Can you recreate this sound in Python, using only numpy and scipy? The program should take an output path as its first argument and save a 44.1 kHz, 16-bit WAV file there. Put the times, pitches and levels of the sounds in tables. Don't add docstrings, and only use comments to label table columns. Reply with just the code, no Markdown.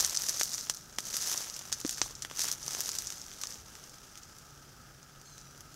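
import sys
import numpy as np
from scipy import signal
from scipy.fft import rfft, irfft, next_fast_len
from scipy.io import wavfile
from scipy.ndimage import uniform_filter1d

SR = 44100
rng = np.random.default_rng(int(sys.argv[2]) if len(sys.argv) > 2 else 0)


def invert_db(level):
    return 10 ** (np.asarray(level, dtype=float) / 20)


def master(y):
    cut = np.clip(np.atleast_2d(y).T, -1, 1)
    pcm = np.round(cut * 32767)
    wavfile.write(sys.argv[1], SR, pcm.astype(np.int16))


N = 253575
T = np.arange(N) / SR


def level(x, db):
    return x * invert_db(db) / np.sqrt(np.mean(x ** 2))


def colour(x, points):
    hz, db = np.transpose(points)
    octave_like = np.log(np.fft.rfftfreq(8192, 1 / SR) + 1)
    log_gain = np.interp(octave_like, np.log(hz), db) * np.log(10) / 20
    cepstrum = irfft(log_gain)
    cepstrum[1:4096] *= 2
    cepstrum[4097:] = 0
    return signal.fftconvolve(x, irfft(np.exp(rfft(cepstrum))))[:N]


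def band(x, lo_hz, hi_hz):
    return signal.sosfilt(signal.butter(2, [lo_hz, hi_hz], "bandpass", fs=SR, output="sos"), x)


def smooth_twice(x, samples):
    return uniform_filter1d(uniform_filter1d(x, samples), samples)


def fade(x, ms):
    return signal.lfilter([1], [1, -np.exp(-1000 / (ms * SR))], x)


def walk(rate_hz):
    hold = int(SR / rate_hz)
    return smooth_twice(np.repeat(rng.standard_normal(N // hold + 1), hold), hold)[:N]


def glide(hz):
    return np.sin(2 * np.pi * np.cumsum(hz) / SR)


def tent(s, db, swell, ease):
    before, after = np.maximum(s - T, 0), np.maximum(T - s, 0)
    return invert_db(2 * (db - abs(swell) * before - abs(ease) * after))


# crest t/s, leaf level/dB, swell/dB per s, ease/dB per s, weight on the litter/dB
BODY_SHOVES = [(0.003, -33, 105, 102, 5.0), (0.299, -37, 30, 78, 2.5), (0.548, -38, 30, 66, -2),
               (0.737, -49, 116, 233, -6), (0.926, -60, 66, 26, 0), (1.061, -41, 301, 24, -1.0),
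               (1.157, -38.5, 173, 42, 2), (1.296, -34, 97.5, 72, 3), (1.65, -55.5, 66, 20, 0.3),
               (1.944, -45.5, 53, 108, -2.5), (2.056, -43.5, 33, 177, 1.2), (2.39, -55, 110, 30, -10),
               (2.373, -40, 538, 97, 2), (2.484, -40, 131, 332, 7), (2.539, -41.1, 72, 1023, 2.5),
               (2.597, -51, 488, 15.5, 1.5), (2.731, -43.5, 99, 38, 2.7), (2.853, -40, 71, 61, 1),
               (3.039, -47, 18, 46, -2), (3.13, -51.5, 351, 22, -1.7), (3.517, -47.3, 44, 137, 0.2),
               (3.724, -57.1, 48, 8.5, 1.1), (4.436, -62.5, 0, 31, -3.5), (5.349, -61.5, 30, -5, -1)]
# level at a -40 dB shove/dB, slope/dB per dB, share of the weight
LEAF_LAYERS = [
    (-58, 0.48, 1.2),
    (-54, 0.6, 1.17),
    (-40.5, 1, 0),
    (-49.5, 1.0, 0.49),
]


def drag():
    creep_db = -72
    shoves = np.array([tent(*row[:4]) for row in BODY_SHOVES])
    total = shoves.sum(axis=0) + invert_db(2 * creep_db)
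    weight_db = np.array(BODY_SHOVES)[:, 4] @ shoves / total
    shove_db = 10 * np.log10(total)
    return [db + slope * (shove_db + 40) + share * weight_db for db, slope, share in LEAF_LAYERS]


# f/Hz, level/dB per Hz
LEAF_COLOUR = [(88, -47.5), (150, -27.5), (201, -23.5), (230, -24.5), (413, -20.5), (916, -20), (1010, -20),
               (1330, -12.5), (1780, -12.5), (2420, -15.5), (4180, -7), (6050, 3), (7950, -6.5),
               (13200, -8.5), (15700, -16.5)]
LAYER_BORDERS = [1200, 3600, 9000]


def leaf_bands(drives):
    size = next_fast_len(N + 8192)
    octave = np.log2(np.fft.rfftfreq(size, 1 / SR) + 1)
    steps = [1]
    for hz in LAYER_BORDERS:
        across = np.clip((np.log2(hz) - octave) / 0.6 + 0.5, 0, 1)
        steps.append(np.cos(np.pi / 2 * across) ** 2)
    steps.append(0)
    leaf = rfft(colour(np.arange(N) == 0, LEAF_COLOUR), size)
    spectrum = 0
    for drive, above, beyond in zip(drives, steps, steps[1:]):
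        part = leaf * (above - beyond)
        spectrum = spectrum + rfft(drive, size) * part / np.sqrt(np.mean(abs(part) ** 2))
    return irfft(spectrum, size)[:N]


def rustle(rate_hz=1900, spread_db=3.0, tint_db=2.5, crack_ms=0.5, tail_ms=6, tail_db=-15, clump_db=3.0):
    litter_db, stem_db, blade_db, edge_db = drag()
    happens, size = rng.random((2, N))
    clumps = invert_db(2 * clump_db * walk(60))
    power = (happens < rate_hz / SR) * invert_db(-2 * spread_db * np.log(size + 0.0074)) * clumps
    envelopes = []
    for db in (litter_db, stem_db + 0.5, blade_db, edge_db):
        hits = power * invert_db(2 * tint_db * rng.standard_normal(N))
        crack = fade(fade(hits, crack_ms), crack_ms / 2)
        shape = crack + invert_db(2 * tail_db) * fade(hits, tail_ms)
        local = smooth_twice(shape, 2200)
        envelopes.append(np.sqrt(shape / (local + 1e-12)) * invert_db(db))
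    return leaf_bands(np.array(envelopes) * rng.standard_normal(N))


# t/s, peak level/dB, settling tail/dB
BLADE_CRACKS = [(.0424, -16, -28), (.0468, -5.5, -23), (.1634, -13, -36), (.172, -5.5, -28),
                (.2393, -16, -23), (.2654, -17, -26), (.3417, -20, -22), (.3716, -20, -26),
                (.4168, -13, -28), (.5174, -19, -34), (.5328, -16, -32), (.5399, -18, -20),
                (.61, -19.5, -26), (.7702, -21, -29), (1.3758, -14, -35), (1.4164, -19.5, -22),
                (1.4983, -19.5, -40), (1.5407, -26.5, -11.5), (1.946, -24, -24), (2.152, -25, -18),
                (2.6289, -20, -21), (2.916, -16.5, -22), (3.0705, -16, -19), (3.2156, -23.5, -31),
                (3.506, -23, -37), (3.5234, -26, -38), (3.5418, -27, -29), (4.2337, -32, -20),
                (5.029, -36, -24), (5.4131, -34, -19)]
# t/s, peak level/dB, brightness/dB
RIM_SHATTERS = [(.0059, -6.5, -8.5), (0.0629, -17, -2), (0.0957, -13.5, -14), (0.1078, -20, -12),
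                (0.2195, -15.5, -6.5), (0.2863, -12, -12), (0.2932, -10.5, -9), (.4322, -7, -8),
                (.7461, -25, -7), (1.0044, -21.5, -9), (1.041, -27, -19), (1.2724, -18, -17),
                (1.8011, -25.5, -5), (1.864, -18, -14), (1.9091, -16, -9), (2.3725, -21, -16),
                (2.4842, -13.5, -13), (2.5144, -11.5, -10), (2.5253, -15.5, -7), (2.663, -21, -7),
                (2.9859, -11, -12), (3.8387, -31.5, -13), (3.895, -27, -16), (4.385, -32.5, -9),
                (.9617, -33, -20), (3.47, -20, -12), (5.5094, -39, -18), (5.576, -38, -6),
                (.2075, -22, -16), (1.2191, -28, -25)]
# t/s, peak level/dB, brightness/dB, settling tail/dB
STALK_BREAKS = [(0.1455, -22, -11, -12), (0.1498, -15.5, -19, -20), (0.3244, -21, -20, -16),
                (.3954, -17, -10, -10), (.5802, -18, -29, -34), (1.1408, -15.5, -19, -20),
                (1.1667, -12, -6, -20.5), (1.2408, -22.5, -18, -12), (1.3138, -16.5, -5, -24),
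                (1.564, -23, -9, -17), (1.726, -10, -16.5, -17.5), (1.813, -22.5, -23, -28),
                (1.8764, -22, -6, -22), (1.893, -13, -14, -19.5), (1.981, -21.5, -21, -24),
                (2.0364, -29, -19, -11), (2.2216, -18, -17, -15.5), (2.4033, -18.5, -13, -9),
                (2.4161, -15, -11, -13), (2.4346, -20, -9, -10), (2.7075, -16, -15, -19),
                (2.8054, -14.5, -3, -24), (2.9515, -21.5, -9, -15), (3.021, -22.5, -5, -27),
                (3.4137, -23.5, -11, -13), (3.4353, -12.5, -18, -26), (4.175, -30, -10, -18),
                (5.3798, -29, -17, -20), (5.6064, -32, -6, -22), (5.742, -34, -12, -19)]
# t/s, peak level/dB, thud/dB, body/dB
TWIG_SNAPS = [(.0252, -14.5, -16, -17), (0.4113, -11, -9.5, -1), (0.6688, -31, -9, 1),
              (0.6973, -8.5, -15, -7.5), (0.9851, -11.5, -10.5, -4.5), (1.5915, -22, -18, -15),
              (1.719, -20.5, -11.5, -7), (2.2485, -21, -11, 2), (2.2987, -31, -13, 0),
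              (2.3118, -31.5, 4.5, 4.5), (2.3928, -10.5, -21, -11), (2.4425, -16.5, -12.5, -7),
              (2.4524, -22, -15, -11), (2.4706, -25, -16.5, -3), (2.6796, -17.5, -11.5, -14),
              (2.7322, -19, -19, -18), (2.7485, -17, -12, -5.5), (2.769, -27.5, -4, -3),
              (2.792, -27, -2.5, -5), (2.8905, -12, -18, -14), (3.1025, -19, -26, -8),
              (3.1229, -23, -19, -10), (3.7526, -29.5, -23, -4), (4.1545, -33.5, -22, 0),
              (5.214, -35.5, -8, -11), (0.077, -22, -22, -12), (1.345, -28.5, 0.5, 0),
              (1.405, -35.5, 3, -8)]
# t/s, peak level/dB, thud/dB, body/dB
STICK_BREAKS = [
    (.0004, -11, -21, -16),
    (0.4, -13, -25, -26),
    (2.192, -34, -20, -12),
    (3.315, -31, -16, -2),
    (2.8125, -20, -34, -18),
    (1.612, -34, -2, 0.5),
    (1.8484, -21.5, -5.5, -1.5),
    (2.06, -25, -6, -20),
    (2.0155, -5.5, -12, -5.5),
    (2.1081, -28.5, -9, -21),
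]


def breaks():
    blades = [(s, db, -35, -28.5, -24, tail) for s, db, tail in BLADE_CRACKS]
    rims = [(s, db, -40, -22, bright, -23.5) for s, db, bright in RIM_SHATTERS]
    stalks = [(s, db, -26, -10, bright, tail) for s, db, bright, tail in STALK_BREAKS]
    twigs = [(*row, -12.5, -22) for row in TWIG_SNAPS]
    sticks = [(*row, -49, -21) for row in STICK_BREAKS]
    return blades + rims + stalks + twigs + sticks


def snaps(crest_db=-5, rise_ms=0.99, burst_ms=0.51, tail_ms=5.7):
    power, jolt = np.zeros((4, N + SR)), np.zeros((4, N))
    ms = np.arange(SR // 20) * 1000 / SR
    lag = int(0.0012 * SR)
    jolt_db, tear_db = np.array([13, 9, 8, 7]), np.array([-7, -2, 4, 6])
    rise = (1 - np.exp(-ms / rise_ms)) ** 2
    tear = np.exp(-2 * ms / burst_ms) * invert_db(2 * 3.95)
    for s, db, thud, body, bright, tail_db in breaks():
        i = int(s * SR)
        gain = invert_db(db + crest_db + np.array([thud, body, 0, bright]))
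        settling = invert_db(2 * (tail_db + 0.5)) * np.exp(-ms / tail_ms)
        power[:, i:i + len(ms)] += np.outer((gain * invert_db(tear_db)) ** 2, rise * (tear + settling))
        jolt[:, i + lag] += gain * invert_db(jolt_db)
    tearing = np.sqrt(power[:, :N]) * rng.standard_normal(N)
    return leaf_bands(jolt + 0.1 * np.roll(jolt, lag, axis=1) + tearing)


# f/Hz, level/dB per Hz
WOOD_COLOUR = [(12, -44), (20, -5), (85, -5.5), (133, -2.5), (197, -5), (635, -15), (863, -13),
               (1050, -24.5), (1280, -10.5), (1830, -22), (2230, -22.5), (3480, -25), (5920, -16),
               (8990, -26), (15700, -27)]


def wood_air():
    return level(colour(rng.standard_normal(N), WOOD_COLOUR), -57) * invert_db(1.0 * walk(3.38))


# centre f/Hz, width/Hz, level/dB
CHORUS_BANDS = [
    (1288, 128, -66.5),
    (1550, 280, -68.5),
    (5080, 720, -70.5),
]


def chorus():
    out = np.zeros(N)
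    for hz, width, db in CHORUS_BANDS:
        voices = band(rng.standard_normal(N), hz - width / 2, hz + width / 2)
        out += level(voices, db) * invert_db(2.0 * walk(16))
    return out


# on t/s, off t/s, level/dB
MOTOR_RUNS = [
    (.0, 0.763, -65),
    (1.694, 2.83, -63),
    (3.72, 4.2, -69.5),
    (4.417, 5.75, -64),
]


def lens_motor():
    runs = sum(invert_db(db) * (T >= on) * (T < off) for on, off, db in MOTOR_RUNS)
    tone = glide(138.9 * (1 + 0.012 * walk(6)))
    return np.sqrt(2) * uniform_filter1d(runs, 1500) * tone * invert_db(3.0 * walk(20))


def drone():
    return level(band(rng.standard_normal(N), 118.9 - 4, 118.9 + 4), -73)


# t/s, level/dB
GRIP_SHIFTS = [(0.0, -52), (1.73, -56), (2.02, -55), (2.22, -62), (2.56, -61), (3.03, -61.5), (3.27, -61.5),
               (3.6, -61), (5.6, -62), (4.23, -68), (4.55, -66), (4.79, -67)]


def hand_grip():
    rest_db, swell_db_s, ease_db_s = -68, 110, 112
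    power = invert_db(2 * rest_db) + sum(tent(s, db, swell_db_s, ease_db_s) for s, db in GRIP_SHIFTS)
    return level(band(rng.standard_normal(N), 28, 88), 0) * np.sqrt(power)


# t/s, f/Hz, level/dB, 60 dB decay/s
STICK_KNOCKS = [
    (1.8478, 300, -11, .022),
    (1.8486, 500, -19, .013),
    (1.8486, 680, -26, .012),
    (2.0166, 300, -20, .012),
    (2.0168, 110, -24, .03),
    (2.105, 480, -46, .03),
    (2.3112, 780, -41, .015),
    (3.436, 1200, -33, .025),
]


def knocks():
    out = np.zeros(N)
    for s, hz, db, t60 in STICK_KNOCKS:
        t = np.maximum(T - s, 0)
        swing = (1 - np.exp(-1.6 * hz * t)) ** 2
        out -= invert_db(db - 60 * t / t60) * swing * np.sin(2 * np.pi * hz * t)
    return out


# multiple of f, level/dB, extra fade/dB per s
SQUEAK_PARTIALS = [
    (2, -4.5, 30),
    (2.29, -11, 150),
    (3, 0, 0),
    (3.45, -6, 90),
    (4, -12, 120),
]


def squeak(wobble=0.007, flutter_db=3.5):
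    start_s, arch_s, end_s, sag_s = 5.252, 5.275, 5.63, 0.085
    top_hz, rest_hz, rise_hz = 2140, 1960, 60
    late = np.maximum(T - arch_s, 0) / sag_s
    early = np.clip((arch_s - T) / (arch_s - start_s), 0, 1)
    sag = (1 + 2 * late) * np.exp(-2 * late)
    hz = rest_hz + (top_hz - rest_hz) * sag - rise_hz * early ** 2
    phase = 2 * np.pi * np.cumsum(hz * (1 + wobble * walk(500))) / SR
    sounding = uniform_filter1d(1.0 * (T > start_s) * (T < end_s), 900)
    gate = sounding * invert_db(-61 - 13 * (T - start_s))
    voice = invert_db(-3) * (T > 5.3) * (T < 5.375) * glide(6400 * (1 + wobble * walk(400)))
    age = np.maximum(T - arch_s - 0.05, 0)
    for multiple, db, fade_db_s in SQUEAK_PARTIALS:
        partial_db = db + flutter_db * walk(150) - fade_db_s * age
        voice = voice + invert_db(partial_db) * np.sin(multiple * phase)
    return np.sqrt(2) * gate * voice


def scene():
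    snake = rustle() + snaps() + knocks() + squeak()
    camera = lens_motor() + drone() + hand_grip()
    return (snake + wood_air() + chorus() + camera)[None]


def roll_off(x):
    return signal.sosfilt(signal.butter(12, 16480, fs=SR, output="sos"), x)


def record(dry):
    top_cut = signal.ellip(10, 0.2, 36, 15760, fs=SR, output="sos")
    return roll_off(signal.sosfilt(top_cut, dry))


dry = scene()
out = record(dry)
master(out)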